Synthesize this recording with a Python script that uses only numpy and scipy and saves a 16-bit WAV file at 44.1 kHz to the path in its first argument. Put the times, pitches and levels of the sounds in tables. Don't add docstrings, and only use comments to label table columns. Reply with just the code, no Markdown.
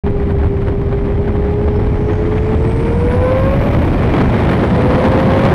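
import sys
import numpy as np
from scipy.fft import rfft, irfft, next_fast_len
from scipy.io import wavfile
from scipy.ndimage import uniform_filter1d, map_coordinates

SR = 44100
rng = np.random.default_rng(int(sys.argv[2]) if len(sys.argv) > 2 else 0)


def wav_out(sig):
    wavfile.write(sys.argv[1], SR, np.round(np.clip(np.atleast_2d(sig).T, -1, 1) * 32767).astype(np.int16))


N = 244314

# t/s, f/Hz
CRANK_SPEED = [(0, 81.1), (.2, 80.9), (.6, 79.2), (1.2, 80.9), (1.5, 82.3), (2, 83.8), (2.5, 86.4),
               (2.85, 91.8), (3.1, 97.6), (3.3, 102.8), (3.7, 114.2), (4.47, 130), (4.7, 99), (4.9, 101),
               (5.1, 104.3), (5.54, 109.8)]
# t/s, f/Hz
BLADE_RATE = [(0, 3300), (1.4, 4000), (1.67, 4880), (1.83, 5450), (2.13, 6400), (2.5, 7560), (2.9, 9170),
              (3.1, 10230), (3.3, 11170), (3.55, 11780), (4, 12550), (4.48, 12600), (4.58, 10950),
              (4.72, 10100), (5.1, 11350), (5.54, 12200)]
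# f/Hz, level/dB
FIZZ_SPECTRUM = [(2000, -46), (3500, -13.5), (5200, -1), (7200, -2.5), (8100, -0.5), (8750, 3.5),
                 (9500, -2), (11000, -0.5), (12300, -11), (15000, -13)]


def amp(db):
    return 10 ** (np.asarray(db) / 20)


def unit(x):
    return x / np.sqrt(np.mean(x ** 2) + 1e-20)


def lookup(rows, at):
    key, *cols = np.transpose(rows)
    return [np.interp(at, key, c) for c in cols]


def curve(rows):
    return lookup(rows, np.arange(N) / SR)[0]


def swells(rows):
    t = np.arange(N) / SR
    return sum(height * np.exp(-((t - at_s) / half_s) ** 2) for at_s, half_s, height in rows)


def wobble(rate_hz):
    knots = rng.standard_normal(int(N * rate_hz / SR) + 4)
    return map_coordinates(knots, [np.arange(N) * rate_hz / SR])


def filtered(x, response):
    size = next_fast_len(N + SR // 2)
    return irfft(rfft(x, size) * response(np.fft.rfftfreq(size, 1 / SR)), size)[:N]


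def lowpass(x, edge_hz, order=4):
    return filtered(x, lambda hz: 1 / (1 + (hz / edge_hz) ** order))


def noise(spectrum, pace=1):
    f_hz, db = np.transpose(spectrum)
    x = filtered(rng.standard_normal(N), lambda hz: amp(np.interp(np.log(hz + 1), np.log(f_hz), db)))
    return unit(map_coordinates(x, [np.cumsum(pace * np.ones(N))], mode="mirror"))


def phase(hz):
    return 2 * np.pi * np.cumsum(hz) / SR


def band(centre_hz, width_hz):
    a, b = (lowpass(row, width_hz, order=2) for row in rng.standard_normal((2, N)))
    angle = phase(centre_hz)
    return unit(a * np.cos(angle) + b * np.sin(angle))


def boost(full_hz):
    blade_hz = curve(BLADE_RATE)
    return np.clip((blade_hz - blade_hz[0]) / (full_hz - blade_hz[0]), 0, 1)


def upshift_db(next_gear_db, lag_s=0, at_s=4.675, half_s=.08, dip_db=-20.5):
    shifted = np.clip((np.arange(N) / SR - at_s) / half_s + 1, 0, 1)
    return swells([(at_s + lag_s, half_s + lag_s, dip_db)]) + next_gear_db * shifted


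def road_speed():
    log_rise = np.gradient(np.log(curve(CRANK_SPEED)))
    return np.exp(np.cumsum(np.maximum(log_rise, 0)))


def exhaust(rough_hz=130, rough_rad=.09, muffled_db=-19.5, boom_hz=351, boom_width_hz=22):
    # f/Hz, level/dB
    pipe_response = [(395, -18.7), (405, -19.3), (413, -15), (419, -19), (425, -16), (440, -18), (457, -18),
                     (485, -14.5), (518, -11), (546, -14), (558, -21), (572, -21.5), (585, -27), (605, -38)]
    # f/Hz, level/dB
    upper_response = [(790, -47), (805, -42), (820, -36), (830, -34), (842, -39), (870, -37.5), (910, -34),
                      (960, -31), (1005, -25.5), (1050, -26), (1095, -26.5), (1120, -38), (1170, -50)]
    orders = [(5, -0.7, -1, 1.5), (6.5, -19.5, -34, 5), (10.5, -36, -23.5, 3), (15, -39, -25.5, 5)]
    crank_hz = curve(CRANK_SPEED)
    crank_rad = phase(crank_hz * (1 + .0015 * wobble(30)))
    pipe_db, = lookup(pipe_response, 5 * crank_hz)
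    load = boost(full_hz=11800)
    note = np.zeros(N)
    for multiple, cruise_db, full_db, flutter_db in orders:
        wave = np.sin(multiple * crank_rad + rng.uniform(0, 2 * np.pi) + rough_rad * wobble(rough_hz))
        muffle_db = 2 * np.minimum(pipe_db - muffled_db, 0) * (multiple > 5)
        order_db = cruise_db + load * (full_db - cruise_db) + muffle_db
        note += amp(order_db + flutter_db * wobble(40)) * wave
    in_tune = 1 / (1 + ((4 * crank_hz - boom_hz) / boom_width_hz) ** 6)
    boom_db = -42 + 17.5 * in_tune + 2 * wobble(25)
    boom = amp(boom_db) * np.sin(4 * crank_rad)
    octave_db, = lookup(upper_response, 10 * crank_hz)
    octave = amp(octave_db + 2 * wobble(40)) * np.sin(10 * crank_rad + rough_rad * wobble(rough_hz))
    octave *= amp(upshift_db(-1.5, lag_s=.034))
    drone = amp(pipe_db + wobble(rough_hz)) * note + boom
    drone *= amp(upshift_db(-3.5))
    return np.sqrt(2) * (drone + octave)


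def turbo(waver=.0025, flicker_db=3, respool_db=-4, slowing_db=-12):
    # f/Hz, whistle/dB, breath/dB
    spool_levels = [(3300, -87, -85), (5000, -72, -69), (7400, -69, -67), (8800, -63, -60),
                    (9550, -64, -59.5), (10100, -62, -59), (11000, -59.5, -57.5), (12100, -60.5, -57.5),
                    (12450, -71, -62.5)]
    # t/s, half length/s, ratio to blade rate, width/Hz, level/dB
    flare_events = [(1.68, .03, 1, 22, -59), (1.795, .05, 1, 20, -57), (1.97, .03, 1, 25, -62),
                    (2.1, .12, .89, 90, -63), (2.15, .06, 1.008, 55, -61.5), (2.4, .07, .9, 50, -64),
                    (2.72, .16, 1, 28, -57), (2.82, .12, .985, 380, -61), (3, .09, .88, 420, -57.5),
                    (3.19, .14, 1, 50, -57), (3.66, .15, 1, 60, -59), (4.56, .07, 1, 650, -62),
                    (4.84, .1, .99, 650, -62.5)]
    blade_hz = curve(BLADE_RATE)
    whistle_db, breath_db = lookup(spool_levels, blade_hz)
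    pitch_hz = blade_hz * (1 + waver * wobble(40))
    slowing = uniform_filter1d((np.gradient(blade_hz) < 0) * 1., size=SR // 30)
    whistle_db += slowing_db * slowing + upshift_db(respool_db) + flicker_db * wobble(16)
    whistle = amp(whistle_db) * band(pitch_hz, width_hz=80)
    breath_db += .45 * upshift_db(respool_db, lag_s=.03)
    breath = amp(breath_db) * band(.98 * blade_hz, width_hz=560)
    flares = sum(swells([(at_s, half_s, amp(db))]) * band(ratio * pitch_hz, width_hz)
                 for at_s, half_s, ratio, width_hz, db in flare_events)
    return whistle + breath + flares


def intake(throb=.17):
    # f/Hz, level/dB
    hiss_spectrum = [(3000, -29), (4400, 7), (5400, 8.5), (6800, -4.5), (8000, -2.5), (8800, 1), (9600, -5),
                     (11500, -12.5), (12800, -10.5), (15000, -23.5)]
    rasp_spectrum = [(1000, -69), (1600, -22.5), (2050, -8.5), (2200, -1), (2400, 0), (2600, -9),
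                     (3300, -29), (6000, -88.5)]
    # t/s, half length/s, gain/dB
    rasp_surges = [(2.383, .011, 12), (2.48, .08, 3.5), (2.865, .025, 5)]
    hiss_db = np.interp(boost(full_hz=9000), (0, 1), (-64, -52))
    rasp_db = np.interp(boost(full_hz=11700), (0, 1), (-51, -36))
    rasp_db += upshift_db(-10) + swells(rasp_surges)
    gulps = 1 + throb * np.sin(5 * phase(curve(CRANK_SPEED)))
    return amp(hiss_db) * noise(hiss_spectrum) + amp(rasp_db) * unit(gulps * noise(rasp_spectrum))


def wind(buffet_db=-12.5, roar_db=-13, cruise_pace=.87, smooth_flow_speed=1.593):
    # t/s, level/dB
    rush_levels = [(0, -32.5), (.8, -34), (1.6, -30.2), (2.7, -28), (3.4, -23), (3.9, -22), (4.4, -19.5),
                   (5.54, -16)]
    # t/s, half length/s, gain/dB
    gusts = [(.075, .018, 8.5), (.165, .006, 4), (.225, .02, 4), (.307, .011, 7.5), (.355, .02, 3.5),
             (.398, .016, 8.5), (.447, .02, 9.5), (.473, .007, 9), (.5, .015, -2), (.626, .011, 6.5),
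             (.682, .014, 11), (.724, .006, 5), (.823, .011, 5), (.873, .01, 5.5), (.927, .013, 10),
             (.987, .008, 5.5), (1.07, .025, 6), (1.113, .014, 7), (1.195, .008, 4), (1.288, .02, 9),
             (1.36, .02, 3), (1.45, .025, 5), (1.57, .025, -1.5), (1.685, .013, 7.5), (1.755, .009, 2.5),
             (1.787, .007, 5.5), (1.825, .018, 3.5), (1.878, .008, 3), (1.948, .008, 5), (2.105, .013, 4.5),
             (2.136, .008, 6.5), (2.237, .005, 4), (2.263, .009, 6), (2.324, .013, 5.5), (2.379, .014, 5),
             (2.54, .028, 4.5), (2.6, .02, -2), (2.665, .011, 5.5), (3.607, .009, 5), (3.673, .009, 4.5),
             (3.755, .027, 4.3), (4.037, .009, 4), (4.143, .007, 5), (4.175, .012, 6.5), (4.213, .012, 8.5),
             (4.35, .01, 4), (4.43, .008, 3.5), (4.5, .015, 6), (4.545, .014, 2), (4.634, .011, 4.5),
             (4.69, .012, -7), (4.725, .008, 2.5), (4.83, .02, 2), (4.905, .009, 3), (4.957, .012, 6),
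             (5.048, .016, 4.5), (5.15, .025, 2), (5.2, .009, 2.5), (5.235, .016, -2), (5.325, .02, 2),
             (5.372, .012, 2), (5.455, .016, 5)]
    # f/Hz, level/dB
    buffet_spectrum = [(10, -20), (22, -5.5), (42, -4), (68, -4), (95, -5), (130, -18), (220, -24.5),
                       (500, -100)]
    roar_spectrum = [(40, -38.5), (80, 1), (108, 0.5), (180, -3), (250, -6), (380, -11.5), (550, -18),
                     (900, -30), (2000, -64.5), (5000, -120)]
    rush_spectrum = [(120, -24.5), (280, 4.5), (500, 8), (750, 6), (1000, 6), (1350, -0.5), (2000, -1),
                     (2350, -5), (2650, -11), (3100, -10.5), (4300, -20), (5300, -30), (6800, -38.5),
                     (12000, -67.5)]
    wind_db = curve(rush_levels)
    growth_db = wind_db - wind_db.mean()
    gust_db = swells(gusts) + .5 * wobble(22.13)
    eddy_db = .47 * wobble(70) + 2 * wobble(330)
    speed = road_speed()
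    smooth_flow = (1 + np.tanh((speed - smooth_flow_speed) / .041)) / 2
    rumble = noise(buffet_spectrum, cruise_pace * speed ** .7)
    rumble -= .8 * smooth_flow * lowpass(rumble, edge_hz=60)
    buffet = amp(buffet_db + .37 * growth_db) * rumble
    roar = unit(amp(.5 * eddy_db) * noise(roar_spectrum, cruise_pace * speed ** 1.15))
    roar *= amp(roar_db + .45 * growth_db + .57 * gust_db)
    rush = unit(amp(eddy_db) * noise(rush_spectrum))
    crackle_db = eddy_db + 3 * wobble(1500)
    fizz = amp(-34) * unit(amp(crackle_db) * noise(FIZZ_SPECTRUM))
    body = lowpass(rush, edge_hz=2600)
    treble = rush - body + fizz
    return buffet + roar + amp(wind_db) * (amp(gust_db) * body + amp(.7 * gust_db) * treble)


def slaps(snap_half_s=.0021, suction_half_s=.0015, suction_peak=2.1):
    # t/s, snap level/dB
    hits = [(.105, -41), (.321, -46), (.453, -42), (.473, -44), (.68, -46), (1.876, -50), (3.133, -47),
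            (4.22, -41), (4.945, -42), (5.444, -37)]
    snap = swells([(at_s, snap_half_s, amp(db)) for at_s, db in hits])
    suction = swells([(at_s, suction_half_s, suction_peak) for at_s, _ in hits])
    return snap * noise(FIZZ_SPECTRUM) - suction


def scene():
    return (exhaust() + turbo() + intake() + wind() + slaps())[None]


def record(dry, ceiling=.53, knee=1.78, start_s=.036, bass_hz=20, treble_hz=14200, limit_hz=15150):
    def response(hz):
        bass_cut = 1j * hz / (bass_hz + 1j * hz)
        return bass_cut / np.sqrt(1 + (hz / treble_hz) ** 20) * (hz < limit_hz)

    x = dry[0]
    squashed = x / (1 + np.abs(x / ceiling) ** knee) ** (1 / knee) + .0072 * x
    squashed += .028 * np.minimum(x + ceiling, 0)
    fade_in = np.clip((np.arange(N) / SR - start_s) / .002, 0, 1)
    return filtered(squashed * fade_in, response)[None]


dry = scene()
out = record(dry)
wav_out(out)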